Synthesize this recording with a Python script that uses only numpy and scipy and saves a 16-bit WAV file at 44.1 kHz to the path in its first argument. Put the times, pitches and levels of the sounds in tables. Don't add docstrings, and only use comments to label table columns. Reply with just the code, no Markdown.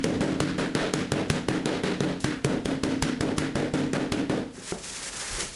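import sys
import numpy as np
from scipy import signal
from scipy.fft import rfft, irfft, next_fast_len
from scipy.io import wavfile
from scipy.ndimage import map_coordinates

SR = 44100
rng = np.random.default_rng(int(sys.argv[2]) if len(sys.argv) > 2 else 0)


def output_pcm(signal):
    pcm = np.clip(np.atleast_2d(signal).T, -1, 1) * 32767
    wavfile.write(sys.argv[1], SR, np.round(pcm).astype(np.int16))


N = 244755
TIME = np.arange(N) / SR


def amp(db):
    return 10 ** (np.asarray(db) / 20)


def unit(x):
    return x / np.sqrt(np.mean(x ** 2) + 1e-20)


def along(points, hz):
    f, v = np.transpose(points)
    return np.interp(np.log(hz + 1), np.log(f + 1), v)


def filtered(x, response):
    n = x.shape[-1]
    padded = next_fast_len(n + 4096)
    spectrum = rfft(x, padded) * response(np.fft.rfftfreq(padded, 1 / SR))
    return irfft(spectrum, padded)[..., :n]


def noise(spectrum, size):
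    return unit(filtered(rng.standard_normal(size), lambda hz: amp(along(spectrum, hz))))


def add(track, s, x):
    start = round(s * SR)
    x, start = x[max(-start, 0):], max(start, 0)
    track[start:start + len(x)] += x[:max(N - start, 0)]


def fading(x):
    # frequency in Hz, t60 in seconds.
    decay_times = [(100, 0.47), (400, 0.38), (1500, 0.38), (4000, 0.41), (10000, 0.3)]
    hz, t, z = signal.stft(x, SR, nperseg=256)
    decay = amp(-60 * t / along(decay_times, hz)[:, None])
    return signal.istft(z * decay, SR, nperseg=256)[1][:len(x)]


def fridge():
    # frequency in Hz, rms level in dB.
    tones = [(48.4, -52), (183, -63)]
    return sum(amp(db) * np.sqrt(2) * np.sin(2 * np.pi * (hz * TIME + rng.random())) for hz, db in tones)


def air():
    # frequency in Hz, relative level in dB per Hz.
    air_colour = [(20, -0.5), (45, 3), (80, -4), (160, -2.5), (400, -6), (1000, -20.5), (4000, -24),
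                  (11000, -32.5)]
    return amp(-47) * noise(air_colour, N)


def pocket(x, centre_hz, lift_db, width):
    return filtered(x, lambda hz: amp(lift_db / (1 + ((hz - centre_hz) / (width * centre_hz)) ** 2)))


def snap(t, swell, pocket_hz, shut=0.0031, echo_db=-15, echo_s=0.0094):
    # frequency in Hz, relative level in dB per Hz.
    hiss_colour = [(200, 19), (700, 3), (1500, 4.5), (3000, 2), (6000, -2), (11000, -7)]
    hiss = unit(pocket(noise(hiss_colour, len(t)), pocket_hz, lift_db=2.5, width=0.059))
    squirt = np.exp(np.minimum(t / swell, -t / shut))
    echo = amp(echo_db) * np.exp(np.minimum((t - echo_s) / 0.0049, (echo_s - t) / 0.022))
    return hiss * (squirt + echo)


def thud(t, stiff_hz=135):
    # frequency in Hz, level in dB, t60 in seconds.
    swings = [(147, -8.5, 0.14), (220, -4.5, 0.034), (400.5, -7.5, 0.042), (525, -47, 0.023)]
    turn = 2 * np.pi * t * np.exp(0.07 * rng.standard_normal())
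    swing = sum(amp(db - 60 * t / t60) * np.sin(hz * turn) for hz, db, t60 in swings)
    return -signal.lfilter(*signal.butter(2, stiff_hz, "high", fs=SR), swing)


def room_modes(t, place):
    # frequency in Hz, level in dB struck at the board's left, in dB at its right, t60 in seconds.
    modes = [(100.7, -12.5, -16, 0.64), (127, -27, -14, 0.59), (147.3, -7.5, -3, 0.42),
             (158.8, -16, -10.5, 0.32), (181.6, 2.5, -23.5, 0.48), (200.2, -2.5, -5, 0.33),
             (241.5, -10.5, -5, 0.73), (269.8, -4.5, -1, 0.62), (304, -4.5, -5, 0.44),
             (310.6, 2.5, 1.5, 0.31), (383.7, -1, -20.5, 0.27), (403, -16, -29, 0.48),
             (468.3, -18, -6.5, 0.52), (560.6, -4.5, -7, 0.22), (590, -8.5, -11, 0.22)]
    detune = 0.008
    ring = np.zeros(len(t))
    for hz, left, right, t60 in modes:
        level_db = left + place * (right - left) + rng.normal(0, 2.14)
        shifted_hz = hz * (1 + detune * rng.normal())
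        ring += amp(level_db - 60 * t / t60) * np.sin(2 * np.pi * (shifted_hz * t + rng.random()))
    return ring


def reverberation(t, place, knock_db, smack_db, pocket_hz, low_rise=0.011, high_rise=0.0072):
    # frequency in Hz, relative level in dB per Hz.
    boom_colour = [(25, 6), (70, -11), (105, -6), (150, 0.5), (270, 3), (335, 6.5), (370, -69), (600, -33)]
    knock_colour = [(280, -38), (375, -0.5), (470, -1.5), (600, -7), (760, -11), (1000, -18), (1400, -31),
                    (3000, -75)]
    smack_colour = [(450, -17), (850, 0.5), (1100, 0), (1450, 4.5), (1900, 2), (2400, -1.5), (3500, -7.5),
                    (5000, -14.5), (10000, -45)]
    fizz_colour = [(1500, -39), (3000, 1.5), (4300, -1), (5500, -2), (7500, -5), (11000, -9.5)]
    n = len(t)
    wash = amp(-6) * noise(boom_colour, n) + amp(knock_db) * noise(knock_colour, n)
    wood = amp(-4) * room_modes(t, place) + fading(wash)
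    fizz = amp(-6.5) * noise(fizz_colour, n)
    film = amp(smack_db) * (noise(smack_colour, n) + fizz)
    clumps = amp(map_coordinates(rng.standard_normal(n), [t * 250]))
    film = fading(clumps * pocket(film, pocket_hz, lift_db=3, width=0.13))
    return wood * (1 - np.exp(-t / low_rise)) + film * (1 - np.exp(-t / high_rise))


def mallet():
    # time in seconds, room ring in dB, wood knock over the ring in dB, wet smack over the ring
    # in dB, direct thud in dB, direct snap in dB, air pocket in Hz.
    blows = [ (-.125, -13, -19, -12, -3, -12.5, 3020), (0.0426, -9, -7.5, -14, 0, -8.5, 6400),
             (0.2083, -9, -4.5, -10.5, -7, -21, 7740), (.404, -12, -12.5, -9.5, -0.5, -5.5, 4450),
             (.5815, -17, -6, -8.5, -22, -31, 1680), (.7514, -13.5, 0.5, -4, -1, -11, 3900),
             (0.9382, -16.5, -7.5, -7.5, -1, -6.5, 6550), (1.12, -14, -3, -10, 0, -8.5, 2680),
             (1.3013, -17, -6, -7.5, 3.5, -1, 6740), (1.4862, -16.5, -3, -8, -0.5, -8.5, 1800),
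             (1.6583, -15.5, 0.5, -5, -3, -14, 4000), (1.8359, -15, -5, -7.5, -13, -23.5, 4000),
             (2.006, -14, -3, -9, 0.5, -17, 3950), (2.2446, -17, -13, -8, -3, -5, 1780),
             (2.447, -11, -5, -13, 8, -4, 1330), (2.6575, -15, -6.5, -13.5, -6, -13.5, 3340),
             (2.8366, -12.5, -7.5, -11, -4, -8.5, 5840), (3.0252, -15, -9.5, -9, 1, -0.5, 5340),
             (3.2094, -13, -3.5, -11.5, -5.5, -9, 1100), (3.3837, -18, -8, -8.5, -12, -5, 1850),
             (3.5558, -14, -3.5, -11, -6.5, -15, 1840), (3.7384, -12.5, -6.5, -11, -10, -23, 7400),
             (3.9337, -14, -3, -10, -6.5, -15.5, 1140), (4.1224, -15, -5.5, -11.5, -4.5, -6, 2700),
             (4.297, -15.5, -2.5, -11.5, -9, -26, 1070), ]
    # time in seconds, place from 0 (left) to 1 (right).
    places = [(0, 0.24), (2.0, 0.084), (2.3, 0.59), (4.4, 0.53)]
    squirt_s, squirt_slowing = 0.0006, 0.42
    lead = 0.02
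    out, t = np.zeros(N), np.arange(SR * 2 // 3) / SR
    for s, ring_db, knock_db, smack_db, thud_db, snap_db, pocket_hz in blows:
        place = np.interp(s, *np.transpose(places))
        swell = squirt_s / amp(thud_db) ** squirt_slowing
        add(out, s - lead, amp(snap_db) * snap(t - lead, swell, pocket_hz))
        add(out, s + 0.00059, amp(thud_db) * thud(t))
        add(out, s, amp(ring_db) * reverberation(t, place, knock_db, smack_db, pocket_hz))
    return out


def crackle(rate, blur_db):
    # frequency in Hz, relative level in dB per Hz.
    film_colour = [(900, -26), (2200, -2), (4000, -2.5), (6300, 0), (9000, -3), (11000, -7.5)]
    pops = (rng.random(N) < rate / SR) * rng.standard_normal(N)
    flurries = amp(1.5 * map_coordinates(rng.standard_normal(N), [TIME * 70]))
    grains = flurries * (unit(pops) + amp(blur_db) * rng.standard_normal(N))
    return unit(filtered(grains, lambda hz: amp(along(film_colour, hz))))


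def reflections(x):
    tail = fading(rng.standard_normal(SR // 2))
    return signal.fftconvolve(x, tail / np.linalg.norm(tail))[:N]


def creaking():
    # time of the peak in seconds, level in dB, decay constant in seconds.
    creaks = [(0.034, -38, 0.0068), (1.286, -46, 0.0066), (2.205, -38, 0.018), (2.65, -42, .008),
              (3.371, -38.5, 0.0056), (4.846, -38, .02), (5.28, -39, .006), (5.297, -42, .008),
              (5.407, -29.5, 0.011)]
    bursts = sum(amp(db) * np.exp(np.minimum((TIME - s) / 0.0028, (s - TIME) / length))
                 for s, db, length in creaks)
    sound = bursts * crackle(rate=3000, blur_db=-31)
    return sound + reflections(sound)


def stroke(s, hold, attack, release):
    return np.exp(np.minimum(np.minimum((TIME - s) / attack, (s + hold - TIME) / release), 0))


def rustling():
    # time of full pull in seconds, hold in seconds, film crackle in dB,
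    # rubbing of the folds in dB.
    pulls = [(4.558, .04, -49, -50.5), (4.625, .04, -43.5, -47.5), (4.681, 0.034, -36, -41.5),
             (4.79, .04, -45.5, -57), (4.844, 0.15, -38, -43.5), (5.015, 0.073, -36, -40),
             (5.134, 0.064, -36.5, -39.5), (5.21, .16, -35, -37.5), (5.395, 0.023, -31, -33),
             (5.545, .05, -39, -54)]
    # frequency in Hz, relative level in dB per Hz.
    folds_colour = [(100, -15), (200, -22), (400, 3), (650, -0.5), (1100, 2), (1900, 3.5), (3000, -17),
                    (6000, -6.5)]
    attack_s, release_s = 0.022, 0.039
    settle_db, settle_s = -4, 0.078
    crackling, rubbing = np.zeros(N), np.zeros(N)
    for s, hold, crackle_db, folds_db in pulls:
        settling = amp(settle_db) * stroke(s, hold, attack_s, settle_s)
        pull = np.maximum(stroke(s, hold, attack_s, release_s), settling)
        crackling = np.hypot(crackling, amp(crackle_db) * pull)
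        rubbing = np.hypot(rubbing, amp(folds_db) * pull)
    return crackling * crackle(rate=3300, blur_db=3.5) + rubbing * noise(folds_colour, N)


def board_bumps():
    # time in seconds, level in dB, contact time constant in seconds.
    bumps = [(4.578, -32, 0.0036), (4.7224, -20.5, 0.00035), (5.383, -30.5, 0.003), (5.413, -27.5, 0.00055)]
    # frequency in Hz, level in dB, t60 in seconds.
    board_modes = [(110, -33, 0.021), (184, -11, 0.12), (376.6, 6, 0.035), (496, -9, 0.014),
                   (694, -8, 0.022), (1370, -3, 0.017), (2020, -9, 0.017)]
    # frequency in Hz, relative level in dB per Hz.
    echo_colour = [(90, -19), (180, 6.5), (270, -4), (390, 3), (700, -5), (1100, -12), (2000, -19),
                   (5000, -37)]
    out, t = np.zeros(N), np.arange(SR // 3) / SR
    ring = sum(amp(db - 60 * t / t60) * np.sin(2 * np.pi * hz * t) for hz, db, t60 in board_modes)
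    for s, db, contact in bumps:
        wash = fading(noise(echo_colour, len(t)))
        add(out, s, amp(db) * (ring + amp(-12) * wash) * (1 - np.exp(-t / contact)))
    return out


def meat_shoves():
    # time of full shove in seconds, hold in seconds, rumble in dB.
    shoves = [(5.304, 0.063, -29.5), (5.40, .04, -38), (5.467, .015, -35)]
    # frequency in Hz, relative level in dB per Hz.
    rumble_colour = [(15, 9), (35, 9.5), (80, -5.5), (140, -7), (300, -44), (900, -68)]
    shoving = sum(amp(db) * stroke(s, hold, attack=0.006, release=0.025) for s, hold, db in shoves)
    return shoving * noise(rumble_colour, N)


def scene():
    # frequency in Hz, side against middle in dB.
    side_levels = [(30, -22), (200, -57), (700, -43), (2500, -30.5), (5500, -25), (10000, -28)]
    mid = fridge() + air() + mallet() + creaking() + rustling() + board_bumps() + meat_shoves()
    scatter = rng.standard_normal(SR // 50) * np.hanning(SR // 50)
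    skew = scatter - scatter[::-1]
    side = signal.fftconvolve(mid, skew / np.linalg.norm(skew), "same")
    side = filtered(side, lambda hz: amp(along(side_levels, hz)))
    return np.array([mid + side, mid - side])


def gain_control(x, threshold_db, release_db, attack, range_db):
    level_db = 20 * np.log10(np.abs(x).max(axis=0) + 1e-9)
    over = np.clip(level_db - threshold_db, 0, range_db)
    held = np.maximum.accumulate(over + release_db * TIME) - release_db * TIME
    keep = np.exp(-1 / (attack * SR))
    return x * amp(-signal.lfilter([1 - keep], [1, -keep], held))


def record(dry):
    mic_hz, top_hz = 11150, 16500
    heard = filtered(dry, lambda hz: np.clip((mic_hz - hz) / 300 + 0.5, 0, 1))
    level = gain_control(heard, threshold_db=-18.5, release_db=306, attack=0.0023, range_db=14)
    clipped = level / (1 + np.abs(level / amp(-13.7)) ** 6) ** (1 / 6)
    lean = filtered(clipped, lambda hz: hz / np.hypot(hz, 70))

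    def band_limit(hz):
        return np.where(hz < mic_hz, 1, amp(-9)) * np.clip((top_hz - hz) / 600 + 0.5, 0, 1)

    return filtered(lean, band_limit)


dry = scene()
out = record(dry)
output_pcm(out)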